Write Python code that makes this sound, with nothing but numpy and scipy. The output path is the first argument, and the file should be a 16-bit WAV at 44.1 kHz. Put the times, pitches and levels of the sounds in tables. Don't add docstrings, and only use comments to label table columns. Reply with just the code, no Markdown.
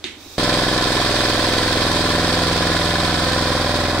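import sys
import numpy as np
from scipy import signal
from scipy.fft import rfft, irfft, next_fast_len
from scipy.io import wavfile
from scipy.ndimage import map_coordinates

SR = 44100
rng = np.random.default_rng(int(sys.argv[2]) if len(sys.argv) > 2 else 0)


def to_wav(s):
    ch = np.atleast_2d(s).T
    pcm = np.round(np.clip(ch, -1, 1) * 32767)
    wavfile.write(sys.argv[1], SR, pcm.astype(np.int16))


N = 176400
CUT_S, FIRING_AT_S = .3805, .3822

# time in seconds, firings per second.
FIRING_RATE = [(0.4, 21.027), (1.3, 21.129), (1.5, 21.231), (1.72, 21.01), (1.93, 21.177), (2.08, 21.115),
               (2.4, 21.235), (2.9, 21.179), (3.08, 21.105), (3.3, 21.244), (3.85, 20.99)]
# multiple of the firing rate, base level in dB.
ENGINE_TONES = [(1, -42.9), (2, -34.9), (3, -47.7), (4, -36), (5, -32.1), (6, -35.9), (7, -47.8),
                (8, -34.5), (9, -41.9), (10, -37.3), (11, -42.0), (12, -32.6), (13, -45.7), (14, -37.7),
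                (15, -30.8), (16, -38.7), (17, -42.9), (18, -37.9), (19, -36.1), (20, -45.4), (21, -42.8),
                (22, -42.2), (23, -43.9), (24, -35.3), (25, -41.0), (26, -40.8), (27, -36.8), (28, -36.3),
                (29, -41.6), (30, -44.1), (31, -42.9), (32, -44.1), (33, -40.0), (34, -36.9), (35, -41.5),
                (36, -43.9), (37, -39.4), (38, -43.4), (41, -50), (42, -50), (43, -45), (45, -47),
                (50, -41), (53, -46), (54, -44), (56, -48)]
# place in the cycle (0-1), signed size, ring in Hz, width in Hz.
PUFFS = [(-.002, .8, 230, 500), (.008, 2.4, 737, 109), (0.29, -1.1, 257, 147), (.306, -.9, 383, 169),
         (.657, 0.97, 135, 65), (.355, -1.8, 592, 15)]
# time in seconds, gain in dB.
BOOM_RIDE = [(.4, 1), (.9, 2.5), (1.5, 0), (2.2, 1.5), (2.7, -1.5), (3.3, -4), (4, -3)]
# frequency in Hz, share of that gain.
BOOM_BAND = [(200, 0.11), (300, 0.33), (430, 0.8), (500, 0.18)]
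# multiple of the pump rate, level in dB, time of a dip in the beat in seconds.
PUMP_TONES = [(1, -36, .45), (2, -35.5, 1.3), (3, -43.7, 0.98), (6, -38, 1.07), (7, -38.5, 0.85)]
# frequency in Hz, relative level in dB.
RUMBLE_EQ = [(30, -20), (120, -10), (230, -8), (310, -2), (360, -6), (590, -0.5), (660, -5), (720, -2),
             (850, -7), (1010, -2.5), (1200, -5), (1450, -3), (1750, -3.5), (2200, -10), (2800, -24),
             (5000, -67)]
# place in the cycle, size, decay in seconds.
SURGES = [(0, 0.82, .005), (0.311, 0.72, 0.022)]
# frequency in Hz, left and right relative levels in dB.
CLATTER_EQ = [(100, -72, -70), (1500, -37.5, -39), (2370, -4, -8.5), (2720, -8, -12), (3170, -6, -3),
              (3860, -7, -1.5), (4420, -8.5, -1), (5120, -10.5, -2.3), (5830, -13.5, -11), (6980, -14, -22),
              (8400, -11.5, -26), (10050, -19.5, -21), (11600, -26.5, -27), (15200, -28.5, -28.5)]
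# place in the cycle, size, decay in seconds.
KNOCKS = [(.05, 0.92, 0.0079), (.25, 0.3, .009), (0.326, 0.94, .002), (.365, 1.15, 0.0017),
          (.43, .85, .001), (.5, 0.5, 0.009), (.67, .65, .001), (.86, .6, 0.0017)]
# time in seconds, level in dB.
CLATTER_RIDE = [(.4, -23), (1.2, -22), (2.1, -22.5), (2.9, -23.3), (3.5, -24), (4, -26.3)]
# pitch in Hz, relative level in dB, t60 in seconds, lean to the right in dB.
COVER_MODES = [(1062, -9, .05, 0), (1360, -2, .03, 0), (1490, .5, .04, 0), (1730, 2.5, 0.042, 0),
               (1960, -4, .03, 0), (3250, -10, .04, 1), (3760, 0, 0.028, 1.5), (4500, -2, 0.008, 2),
               (8330, -10, 0.014, -2)]
# place in the cycle, half-width in cycles, peak level in dB.
RING_SWELLS = [(.015, .045, -26), (.5, .135, -23.3)]
# frequency in Hz, relative level in dB.
CLACK_EQ = [(200, -16), (750, -12), (1300, -21), (2800, -13), (3800, 1), (4700, -8), (6500, -20),
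            (9000, -36), (15000, -46)]
# pitch in Hz, relative level in dB, t60 in seconds.
CLACK_MODES = [(2498, -21, .2), (2762, -22, .2), (3670, -8, .04), (3900, -8, .025), (4450, -15, 0.017),
               (6450, -25, .16)]
# frequency in Hz, relative level in dB.
ECHO_EQ = [(120, -25), (220, 0), (370, 6), (520, -22), (1200, -15), (1750, -5), (2100, 1), (2600, -1.5),
           (3700, 3), (4500, -6), (5300, -12), (8000, -15.5), (15000, -41)]
# frequency in Hz, relative level in dB.
HISS_EQ = [(600, -14), (1500, -14), (2150, -11), (2520, -3), (3000, -12), (3800, -1), (4400, -3),
           (5200, -3), (7000, -8), (10000, -16), (15000, -12)]
# time in seconds, gain in dB.
HISS_RIDE = [(0, -70), (.16, -60), (.21, -45), (.27, -44.5), (.33, -41), (.38, -42)]
# pitch in Hz, width in Hz, relative level in dB.
LIP_WHISTLES = [(3740, 110, 0), (5130, 70, -5), (5520, 60, -6), (5870, 80, -6)]
# frequency in Hz, relative level in dB.
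THUD_EQ = [(100, -27), (210, -3.5), (300, 4), (410, -6), (560, -36), (1200, -45)]
# frequency in Hz, relative level in dB.
ROOM_EQ = [(30, -2), (90, -13), (300, -5), (600, -7), (1000, -9), (2000, -15), (4000, -13), (8000, -22),
           (15000, -33)]
# time in seconds, delay in seconds.
GROUND_DELAY = [(.4, .0046), (1.3, .0044), (2.3, 0.0044), (3, .004), (4, .0035)]
# time in seconds, left ear's delay in seconds.
LEFT_DELAY = [(1.9, 0), (2.75, 0.0000087), (3.25, 0), (4, 0.000044)]
# frequency in Hz, left-right correlation.
EAR_LIKENESS = [(100, 0.84), (600, 0.77), (1100, 0.95), (1800, 0.71), (2800, 0.2), (12000, -0.14)]


def drone(cycle):
    firing_hz = FIRING_RATE[0][1]
    tones = np.zeros(N)
    for order, db in ENGINE_TONES:
        boom_db = along(BOOM_BAND, order * firing_hz) * curve(BOOM_RIDE)
        drift_db = .025 * order * wobble(2.63)
        drift_rad = .006 * order * wobble(1.493)
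        phase = 2 * np.pi * order * cycle + puff_phase(order) + drift_rad
        tones += amp(db + boom_db + drift_db) * np.cos(phase)
    strength = amp(.3 * wobble(firing_hz))
    return np.sqrt(2) * (tones + vacuum_pump(cycle)) * strength


def puff_phase(order):
    tone_hz = order * np.mean(np.transpose(FIRING_RATE)[1])
    return np.angle(sum(size * np.exp(-2j * np.pi * order * place) * resonance(tone_hz, hz, width)
                        for place, size, hz, width in PUFFS))


def vacuum_pump(cycle, ratio=3.9917):
    out = np.zeros(N)
    for multiple, db, dip_s in PUMP_TONES:
        order = np.round(multiple * ratio)
        dip = np.interp(dip_s, clock(), cycle)
        turns = multiple * ratio * (cycle - dip) + order * dip
        out -= amp(db) * np.cos(2 * np.pi * turns + puff_phase(order))
    return out


def rumble(cycle, level_db=-25):
    gas = stereo_noise() * (3 + bursts(cycle, SURGES, scatter_db=.6))
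    return amp(level_db) * unit(coloured(gas, RUMBLE_EQ))


def clatter(cycle, grit_db=1.5, frame_t60_s=.025):
    noise = stereo_noise() * (2.5 + bursts(cycle, KNOCKS, scatter_db=3.5))
    noise *= amp(grit_db * wobble(1400))
    t = np.arange(SR // 20) / SR
    frame = rng.standard_normal((2, len(t))) * amp(-60 * t / frame_t60_s)
    noise += .25 * signal.fftconvolve(noise, frame / np.linalg.norm(frame[0]), axes=1)[:, :N]
    ears = np.array([coloured(noise[ear], CLATTER_EQ, column=ear + 1) for ear in (0, 1)])
    return unit(ears) * amp(curve(CLATTER_RIDE))


def covers(cycle, gain_db=-25, spread_rad=.65):
    t, out = np.arange(SR // 20) / SR, np.zeros((2, N))
    for hz, db, t60, pan_db in COVER_MODES:
        blows = sum(size * strikes(cycle, place, scatter_db=1.2) for place, size, _ in KNOCKS)
        wave = np.sin(2 * np.pi * hz * t + spread_rad * np.array([[1], [-1]]))
        ring = amp(db - 60 * t / t60) * wave * (1 - np.exp(-t * hz))
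        out += signal.oaconvolve(blows[None], ring, axes=1)[:, :N] * pan(pan_db)
    ride_db = curve(CLATTER_RIDE)
    return out * amp(gain_db + ride_db - ride_db.mean())


def hollow_ring(cycle, hz=1012, scatter_db=.8, scatter_rad=.2):
    firing_hz = FIRING_RATE[0][1]
    out = np.zeros(N)
    for place, width, db in RING_SWELLS:
        offset = (cycle - place + .5) % 1 - .5
        swell = np.exp(-.5 * (offset / width) ** 2) * amp(db + scatter_db * wobble(firing_hz))
        out += swell * np.sin(2 * np.pi * hz * offset / curve(FIRING_RATE) + scatter_rad * wobble(firing_hz))
    return out


def cluster_clack(start_s=.0413, hit_t60_s=.017, echo_t60_s=.41):
    age = np.maximum(clock() - start_s, 0)
    hit = rush(CLACK_EQ) * amp(-18 - 60 * age / hit_t60_s) * (age > 0)
    ring = sum(amp(db - 60 * age / t60) * np.sin(2 * np.pi * hz * age) for hz, db, t60 in CLACK_MODES)
    echo = rush(ECHO_EQ) * amp(-26.5 - 60 * age / echo_t60_s) * (1 - np.exp(-age / .004))
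    return hit + amp(-18.5) * ring + echo


def suction(whistle_db=-4.5):
    def lip(f):
        return sum(amp(db) * resonance(f, hz, width) for hz, width, db in LIP_WHISTLES)
    hiss = rush(HISS_EQ)
    whistle = unit(filtered(stereo_noise(), lip))
    return (hiss + amp(whistle_db) * whistle) * amp(curve(HISS_RIDE))


def engine_through_wall(cycle, hum_hz=86):
    thuds = unit(rush(THUD_EQ) * (.35 + bursts(cycle, [(.45, 1, .0094)], scatter_db=.5)))
    hum = np.sqrt(2) * np.sin(2 * np.pi * hum_hz * clock()) * (1 + .45 * np.cos(2 * np.pi * cycle))
    return amp(-49.5) * thuds + amp(-53) * hum


def room_tone():
    return amp(-46) * rush(ROOM_EQ) * pan(1.75)


def with_ground_bounce(x, share=.17):
    earlier = np.maximum((clock() - curve(GROUND_DELAY)) * SR, 0).astype(int)
    return (x + share * x[:, earlier]) / np.hypot(1, share)


def strikes(cycle, place, scatter_db, jitter_cycles=.0015):
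    turns = np.arange(np.ceil(cycle[0]), cycle[-1])
    timing, force = rng.standard_normal((len(turns), 2)).T
    at = np.interp(turns + place + jitter_cycles * timing, cycle, np.arange(N)).astype(int)
    return np.bincount(at, amp(scatter_db * force) * (at < N - 1), N)


def bursts(cycle, table, scatter_db):
    envelope = np.zeros(N)
    for place, size, decay_s in table:
        hits = strikes(cycle, place, scatter_db)
        envelope += size * signal.lfilter([1], [1, -np.exp(-1 / (SR * decay_s))], hits)
    return envelope


def rush(spectrum):
    return unit(coloured(stereo_noise(), spectrum))


def stereo_noise():
    def mid_side(hz):
        angle = np.arccos(np.clip(along(EAR_LIKENESS, hz), -1, 1)) / 2
        return np.array([np.cos(angle), np.sin(angle)])
    mid, side = filtered(rng.standard_normal((2, N)), mid_side)
    return np.array([mid + side, mid - side])


def coloured(x, spectrum, column=1):
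    def response(hz):
        cepstrum = irfft(np.log(amp(along(spectrum, hz, column))))
        half = len(cepstrum) // 2
        cepstrum[1:half] *= 2
        cepstrum[half + 1:] = 0
        return np.exp(rfft(cepstrum))
    return filtered(x, response)


def filtered(x, response):
    size = next_fast_len(N + SR // 2)
    return irfft(rfft(x, size) * response(np.fft.rfftfreq(size, 1 / SR)), size)[..., :N]


def resonance(f, hz, width):
    return 1j * f * width / (hz * hz - f * f + 1j * f * width)


def wobble(rate):
    count = int(N * rate / SR) + 4
    knots = signal.resample(rng.standard_normal(count), count * 10)
    return np.interp(clock() * rate * 10, np.arange(len(knots)), knots)


def along(table, hz, column=1):
    columns = np.transpose(table)
    return np.interp(np.log(hz + 1), np.log(columns[0] + 1), columns[column])


def curve(points):
    return np.interp(clock(), *np.transpose(points))


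def clock():
    return np.arange(N) / SR


def pan(db):
    return amp(np.array([[-db], [db]]))


def amp(db):
    return 10 ** (np.asarray(db) / 20)


def unit(x):
    return x / np.sqrt(np.mean(x ** 2) + 1e-20)


def scene():
    t = clock()
    cycle = np.cumsum(curve(FIRING_RATE)) / SR
    cycle -= np.interp(FIRING_AT_S, t, cycle)
    cycle += .001 * wobble(9)
    yard = (drone(cycle) + hollow_ring(cycle)) * pan(.3)
    yard += with_ground_bounce(rumble(cycle) + clatter(cycle) + covers(cycle))
    yard[0] = map_coordinates(yard[0], [(t - curve(LEFT_DELAY)) * SR])
    shed = engine_through_wall(cycle) + (cluster_clack() + suction()) * pan(2.5) + room_tone()
    return np.where(t < CUT_S, shed, yard)


def record(dry, top_hz=15700):
    return filtered(dry, lambda hz: hz < top_hz)


dry = scene()
out = record(dry)
to_wav(out)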